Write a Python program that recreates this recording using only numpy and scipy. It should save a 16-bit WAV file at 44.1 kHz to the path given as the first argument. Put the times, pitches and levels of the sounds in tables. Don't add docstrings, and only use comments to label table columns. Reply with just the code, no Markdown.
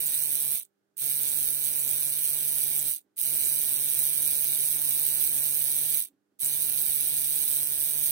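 import sys
import numpy as np
from scipy import signal
from scipy.io import wavfile
from scipy.ndimage import uniform_filter1d

SR = 44100
rng = np.random.default_rng(int(sys.argv[2]) if len(sys.argv) > 2 else 0)


def how_loud(loudness_db):
    steps = np.asarray(loudness_db, float) / 20
    return 10 ** steps


def generate_wav(signal):
    frames = np.transpose(np.atleast_2d(signal))
    scaled = np.clip(frames, -1, 1) * 32767
    pcm = np.round(scaled).astype(np.int16)
    wavfile.write(sys.argv[1], SR, pcm)


N = 357651

# first slap in seconds, switch-off in seconds,
# speed at the first slap in turns per second, spin-up time in seconds, blow level in dB.
RUNS = [
    (.005, 0.547, 135, .0001, -30.2),
    (0.9693, 2.9, 81, .018, -30),
    (3.1672, 5.979, 68, .03, -29),
    (6.3936, 8.2, 98, .014, -29.6),
]
# time in seconds, speed in turns per second.
CRUISE_SPEED = [(0, 146.9), (.14, 146.5), (.28, 145.1), (.54, 143.6), (1.05, 139.5), (1.3, 143.6),
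                (1.45, 142.6), (2.2, 142.8), (2.8, 144.), (3.35, 142.6), (3.78, 144.5), (4.2, 143.2),
                (4.72, 144.7), (5.5, 144.4), (6.0, 145), (6.5, 143.3), (7.0, 144.7), (8.11, 144.8)]
# place in the turn from 0 to 1, level in dB,
# scatter of place in turns, scatter of level in dB.
KNOCKS = [
    (.17, -6, .02, 1),
    (0.299, -9.5, .04, 1.5),
    (.47, -6, .03, 1.5),
    (0.601, -18.5, .04, 3),
    (0.799, -25.5, 0.054, -4),
]
# pitch in Hz, width in Hz, level in dB.
BAR_RINGS = [(10780, 560, 9.5), (15550, 370, -2), (5974, 200, 3.5), (3877, 270, -4), (2325, 220, -1.5)]
# frequency in Hz, gain in dB.
PATH_LEFT = [(100, -50), (300, -36.5), (900, -45.5), (1800, -36.5), (2300, -31), (3600, -11.5),
             (5000, -21.5), (6000, -16), (6500, -17), (8500, -4), (10000, -7), (12000, -15), (14300, -7.5),
             (15600, -9.5)]
PATH_RIGHT = [(40, -30.5), (150, -17), (600, -22.5), (1200, -27.5), (2300, -19.5), (3600, -12), (5000, -13),
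              (6000, -18.5), (6500, -6.5), (8300, 2.5), (9500, -1.5), (12000, -6.5), (14400, -1.5),
              (15600, -7)]
# frequency in Hz, gain in dB.
SLAP_LEFT = [(500, -7.5), (3000, 2), (6000, -7), (8700, 13), (10500, 9), (14000, 0.5)]
SLAP_RIGHT = [(500, 7.5), (3000, 2), (6000, 4.5), (8700, 3), (10800, 13.3), (14400, 15.2)]
# multiple of the crank speed, level in dB.
CRANK_ORDERS = [(1, 2.5), (2, -6), (3, -7), (4, -7), (5, -8), (6, -11), (7, -16), (8, -24), (9, -22),
                (10, -9.5), (11, -12), (12, -11), (13, -13.5), (14, -22.5), (15, -17), (16, -4.5), (17, -4),
                (18, -14.5)]
# frequency in Hz, gain in dB.
WALL_COLOUR = [(300, 2.5), (3000, -0.5), (8000, -4), (11000, -11), (14500, -0.5)]
# frequency in Hz, gain in dB.
AIR_COLOUR = [(24, -63.5), (40, -31), (87, -16), (166, -1), (193, -13), (242, -14.5), (289, 2),
              (983, -14.5), (1500, -11), (2300, -21), (15800, -26.5)]
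# frequency in Hz, level in dB.
MAINS_HUM = [(100, -99), (200, -85), (400, -84.5), (600, -99), (800, -99)]
# centre in seconds, half length in seconds, rise in dB.
DRONE_SWELLS = [
    (.2, .25, 6),
    (1.5, .35, 11),
    (2.5, .4, 12),
    (3.07, .04, 12.5),
    (4.8, 1.4, 12),
    (6.13, 0.033, 14),
    (6.33, .03, 8),
    (6.999, .6, 17),
]
# low edge in Hz, high edge in Hz, gain at the left in
# dB, gain at the right in dB.
THINNED_BANDS = [
    (6400, 7100, -11.5, -10),
    (7093, 8000, -12.5, -14),
]
FULL_MOMENTS = [.068, 1.296, 1.642, 1.799, 1.885, 2.078, 2.8, 3.456, 6.455]
# frequency in Hz, chance from 0 to 1.
LOST_LEFT = [(1500, .02), (2800, .07), (3400, .01), (4900, .14), (5300, .02), (6200, .02), (6400, .4),
             (6900, .3), (7300, .55), (7800, .7)]
LOST_RIGHT = [(1500, 0), (2600, 0), (3000, .02), (4600, .02), (5100, .07), (5600, .02), (6900, .03),
              (7400, .06), (7600, .3), (7800, .4)]
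LOST_SHARED = [(2600, .03), (3000, .0), (3900, .05), (4300, .08), (5500, .08), (5900, .0), (7200, .02),
               (7750, .4)]
# start in seconds, end in seconds,
# share of patches lost from 0 to 1.
SHARED_LOSS_SPELLS = [(0, .05, 1), (.13, .28, .75), (1.08, 1.2, .6), (1.43, 1.5, .5), (1.52, 1.64, .9),
                      (1.75, 1.82, 1), (1.94, 2.38, .4), (2.5, 2.55, 1), (2.88, 2.94, 1), (3.21, 3.34, 1),
                      (3.36, 3.57, 1), (3.57, 3.78, .6), (3.94, 4.03, .8), (4.12, 4.72, .3),
                      (4.82, 4.92, 1), (4.98, 5.33, .8), (5.4, 5.57, .7), (6.41, 6.72, .55),
                      (6.79, 6.87, .6), (7.39, 7.44, 1)]


def evened(x):
    return x / np.sqrt(np.mean(x ** 2) + 1e-20)


def read(points, hz):
    f, value = np.transpose(points)
    return np.interp(np.log(hz + 1), np.log(f + 1), value)


def colour(x, points):
    hz = abs(np.fft.fftfreq(4096, 1 / SR))
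    log_gain = np.log(how_loud(read(points, hz)))
    response = np.exp(np.conj(signal.hilbert(log_gain)))
    taps = np.fft.ifft(response).real[:2048]
    return signal.oaconvolve(x, taps)[:N]


def resonate(x, hz, width):
    return signal.lfilter(*signal.iirpeak(hz, hz / width, SR), x)


def fading(x, seconds):
    return signal.lfilter([1], [1, -np.exp(-1 / (seconds * SR))], x)


def flutter():
    span = int(.06 * SR)
    drift = uniform_filter1d(rng.standard_normal(N), span)
    return evened(uniform_filter1d(drift, span))


def crank():
    coast_s, coast_bend, stop_hz = .074, 1.3, 15
    t = np.arange(N) / SR
    cruise = np.interp(t, *np.transpose(CRUISE_SPEED))
    turns, speed, blow, shake = np.zeros((4, N))
    for start, off, first_hz, spin_up, db in RUNS:
        since = t - start
        coast = np.exp(-(np.maximum(t - off, 0) / coast_s) ** coast_bend)
        missing_hz = np.maximum(cruise - first_hz, 0) * np.exp(-np.maximum(since, 0) / spin_up)
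        hz = (cruise - missing_hz) * coast
        on = (since > -.48 / first_hz) & (hz > stop_hz)
        since, coast = since[on], coast[on]
        from_rest = start > .1
        speed[on] = hz[on]
        turns[on] = np.cumsum(hz[on]) / SR
        turns[on] += 1 - np.interp(0, since, turns[on])
        slow_db = -2.5 * (1 / coast - 1) ** 1.52
        catch_db = from_rest * -15 * np.exp(-since / 0.011)
        blow[on] = how_loud(db + slow_db + catch_db)
        swing_db = -35 * from_rest * (1 - np.clip(since / (2.84 * spin_up), 0, 1) ** 1.5)
        shake[on] = how_loud(db - 27 - 60 * (1 - coast) + swing_db)
    return turns, speed, blow * how_loud(.5 * flutter()), shake * how_loud(0.64 * flutter())


def blows(turns, speed, place, db, scatter, scatter_db):
    passes = np.diff(np.floor(turns - place)) == 1
    at = np.flatnonzero(passes & (speed[:-1] > 0))
    chance = np.clip(rng.standard_normal((2000, 2))[:len(at)], -2, 1.5)
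    shift = np.round(scatter * chance[:, 0] * SR / speed[at]).astype(int)
    at = np.clip(at + shift, 0, N - 1)
    train = np.zeros(N)
    train[at] = how_loud(db + scatter_db * chance[:, 1])
    return train


def needle_bar(turns, speed, blow):
    reach = np.minimum(speed / 134, 1) ** .7
    slaps = blow * reach * blows(turns, speed, 0, db=11, scatter=.003, scatter_db=1.23)
    knocks = blow * sum(blows(turns, speed, place, 18.0 + db, scatter, scatter_db)
                        for place, db, scatter, scatter_db in KNOCKS)
    shared, own_left, own_right = rng.standard_normal((3, N))
    grit = how_loud(2.5 * np.minimum(rng.exponential(1, N // 16 + 1), 4)).repeat(16)[:N]
    chatter = how_loud(-16) * fading(slaps + knocks, 0.0023) + how_loud(-8) * blow * speed / 144
    rebound = resonate(np.roll(slaps, 44), 2500, 2300)
    alike = how_loud(6.0) * slaps + how_loud(2) * rebound
    # path, slap colour, own grain, lag in samples, shared part, guide ring in Hz, width in Hz
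    ports = ((PATH_LEFT, SLAP_LEFT, own_left, -1, .75, 8700, 900),
             (PATH_RIGHT, SLAP_RIGHT, own_right, -8, .9, 14400, 1500))
    heard = []
    for path, slap, own, lag, share, ring_hz, width in ports:
        grain = share * shared + np.sqrt(1 - share ** 2) * own
        crack = colour(alike + how_loud(-7) * grain * fading(slaps, 0.00037), slap)
        crack = crack + how_loud(1) * resonate(crack, ring_hz, width)
        rattle = grain * (fading(knocks, 0.00027) + chatter * evened(grit))
        rings = sum(how_loud(db) * resonate(rattle + alike, hz, ring_width) for hz, ring_width, db in BAR_RINGS)
        heard.append(np.roll(colour(crack + rattle + rings, path), lag))
    return np.array(heard)


def motor(turns, shake):
    wobble = rng.standard_normal((len(CRANK_ORDERS), N // 64 + 1))
    wobble = evened(uniform_filter1d(wobble, 24, axis=1))
    tones = np.zeros(N)
    for (order, db), drift in zip(CRANK_ORDERS, wobble):
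        sign = -1 if order > 8.5 else 1
        level = how_loud(db + 1.42 * drift.repeat(64)[:N])
        cycles = order * (turns - .075) - 0.24 / order
        tones += sign * level * np.cos(2 * np.pi * cycles)
    near = np.sqrt(2) * uniform_filter1d(shake, 100) * tones
    left = colour(near, [(140, -42), (290, -26.0), (800, -32.5), (1800, -18.5), (2600, -0.5)])
    return np.array([left, how_loud(5) * near])


def walls(x):
    t = np.arange(SR // 4) / SR
    fade = how_loud(-60 * t / 0.12)
    tail = rng.standard_normal((2, len(t))) * fade * (t > .003)
    wet = signal.fftconvolve(x, tail / np.linalg.norm(tail[0]), axes=1)[:, :N]
    return np.array([colour(w, WALL_COLOUR) for w in wet])


def room_floor():
    t = np.arange(N) / SR
    air = np.array([colour(n, AIR_COLOUR) for n in rng.standard_normal((2, N))])
    hum = sum(how_loud(db) * np.sin(2 * np.pi * (hz * t + rng.random())) for hz, db in MAINS_HUM)
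    swell_db = sum(db * np.exp(-((t - s) / half) ** 2) for s, half, db in DRONE_SWELLS)
    drone = how_loud(-91 + swell_db) * evened(resonate(rng.standard_normal(N), 292, 30))
    port_gain = how_loud(np.array([[-2.5], [2.]]))
    return (how_loud(-81) * evened(air) + hum + drone) * port_gain


def treble_is_loud(z, hz, t):
    top_power = (abs(z[:, hz > 9000]) ** 2).mean(axis=(0, 1))
    top_db = 10 * np.log10(top_power + 1e-20)
    away_s = np.min(abs(t[:, None] - np.array(FULL_MOMENTS)), axis=1)
    return (top_db > -85) & (np.roll(top_db, 1) > -75) & (away_s > .008)


def turn_down(x):
    hz, t, z = signal.stft(x, SR, nperseg=512)
    busy = treble_is_loud(z, hz, t)
    flicker = rng.random(len(t) // 4 + 1).repeat(4)[:len(t)] ** 2 - .25
    ragged = hz[:, None] - 300 * flicker
    for low_hz, high_hz, *cut_db in THINNED_BANDS:
        inside = busy & (ragged > low_hz) & (ragged <= high_hz)
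        z = z * np.where(inside, how_loud(np.array(cut_db))[:, None, None], 1)
    z[:, hz > 15850] = 0
    return signal.istft(z, SR, nperseg=512)[1][:, :N]


def coarsen(x):
    window = signal.windows.kaiser_bessel_derived(2048, 4 * np.pi)
    hz, t, z = signal.stft(x, SR, window, nperseg=2048)
    low = treble_is_loud(z, hz, t) & ((hz > 2200) & (hz < 7950))[:, None]
    nearby = uniform_filter1d(abs(z) * (hz < 7900)[:, None], size=20, axis=1)
    size = abs(z) / (2.5 * nearby + 1e-9)
    z = np.where(low, z * np.round(size) / (size + 1e-9), z)
    luck = rng.random((3, len(hz) // 14 + 1, len(t) // 2 + 1))
    luck = luck.repeat(14, 1).repeat(2, 2)[:, :len(hz), :len(t)]
    centre_hz = hz[np.minimum(np.arange(len(hz)) // 14 * 14 + 7, len(hz) - 1)]
    chance = np.array([read(lost, centre_hz) for lost in (LOST_LEFT, LOST_RIGHT, LOST_SHARED)])
    empty = low & (luck < chance[..., None])
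    z[empty[:2]] = 0
    spell = sum(share * ((t >= a) & (t <= b)) for a, b, share in SHARED_LOSS_SPELLS)
    spell_lost = (np.roll(luck[2], 8, 0) < spell) & ((hz > 3170) & (hz < 3790))[:, None]
    dropped = (empty[2] & (hz > 2500)[:, None]) | spell_lost
    z = z - dropped * z.mean(axis=0)
    return signal.istft(z, SR, window, nperseg=2048)[1][:, :N]


def scene():
    turns, speed, blow, shake = crank()
    machine = needle_bar(turns, speed, blow) + motor(turns, shake)
    return machine + how_loud(-14.5) * walls(machine) + room_floor()


def top_cut(x):
    return signal.sosfilt(signal.butter(12, 16960, fs=SR, output="sos"), x)


def record(dry):
    mix = coarsen(turn_down(dry))
    return top_cut(mix)


dry = scene()
out = record(dry)
generate_wav(out)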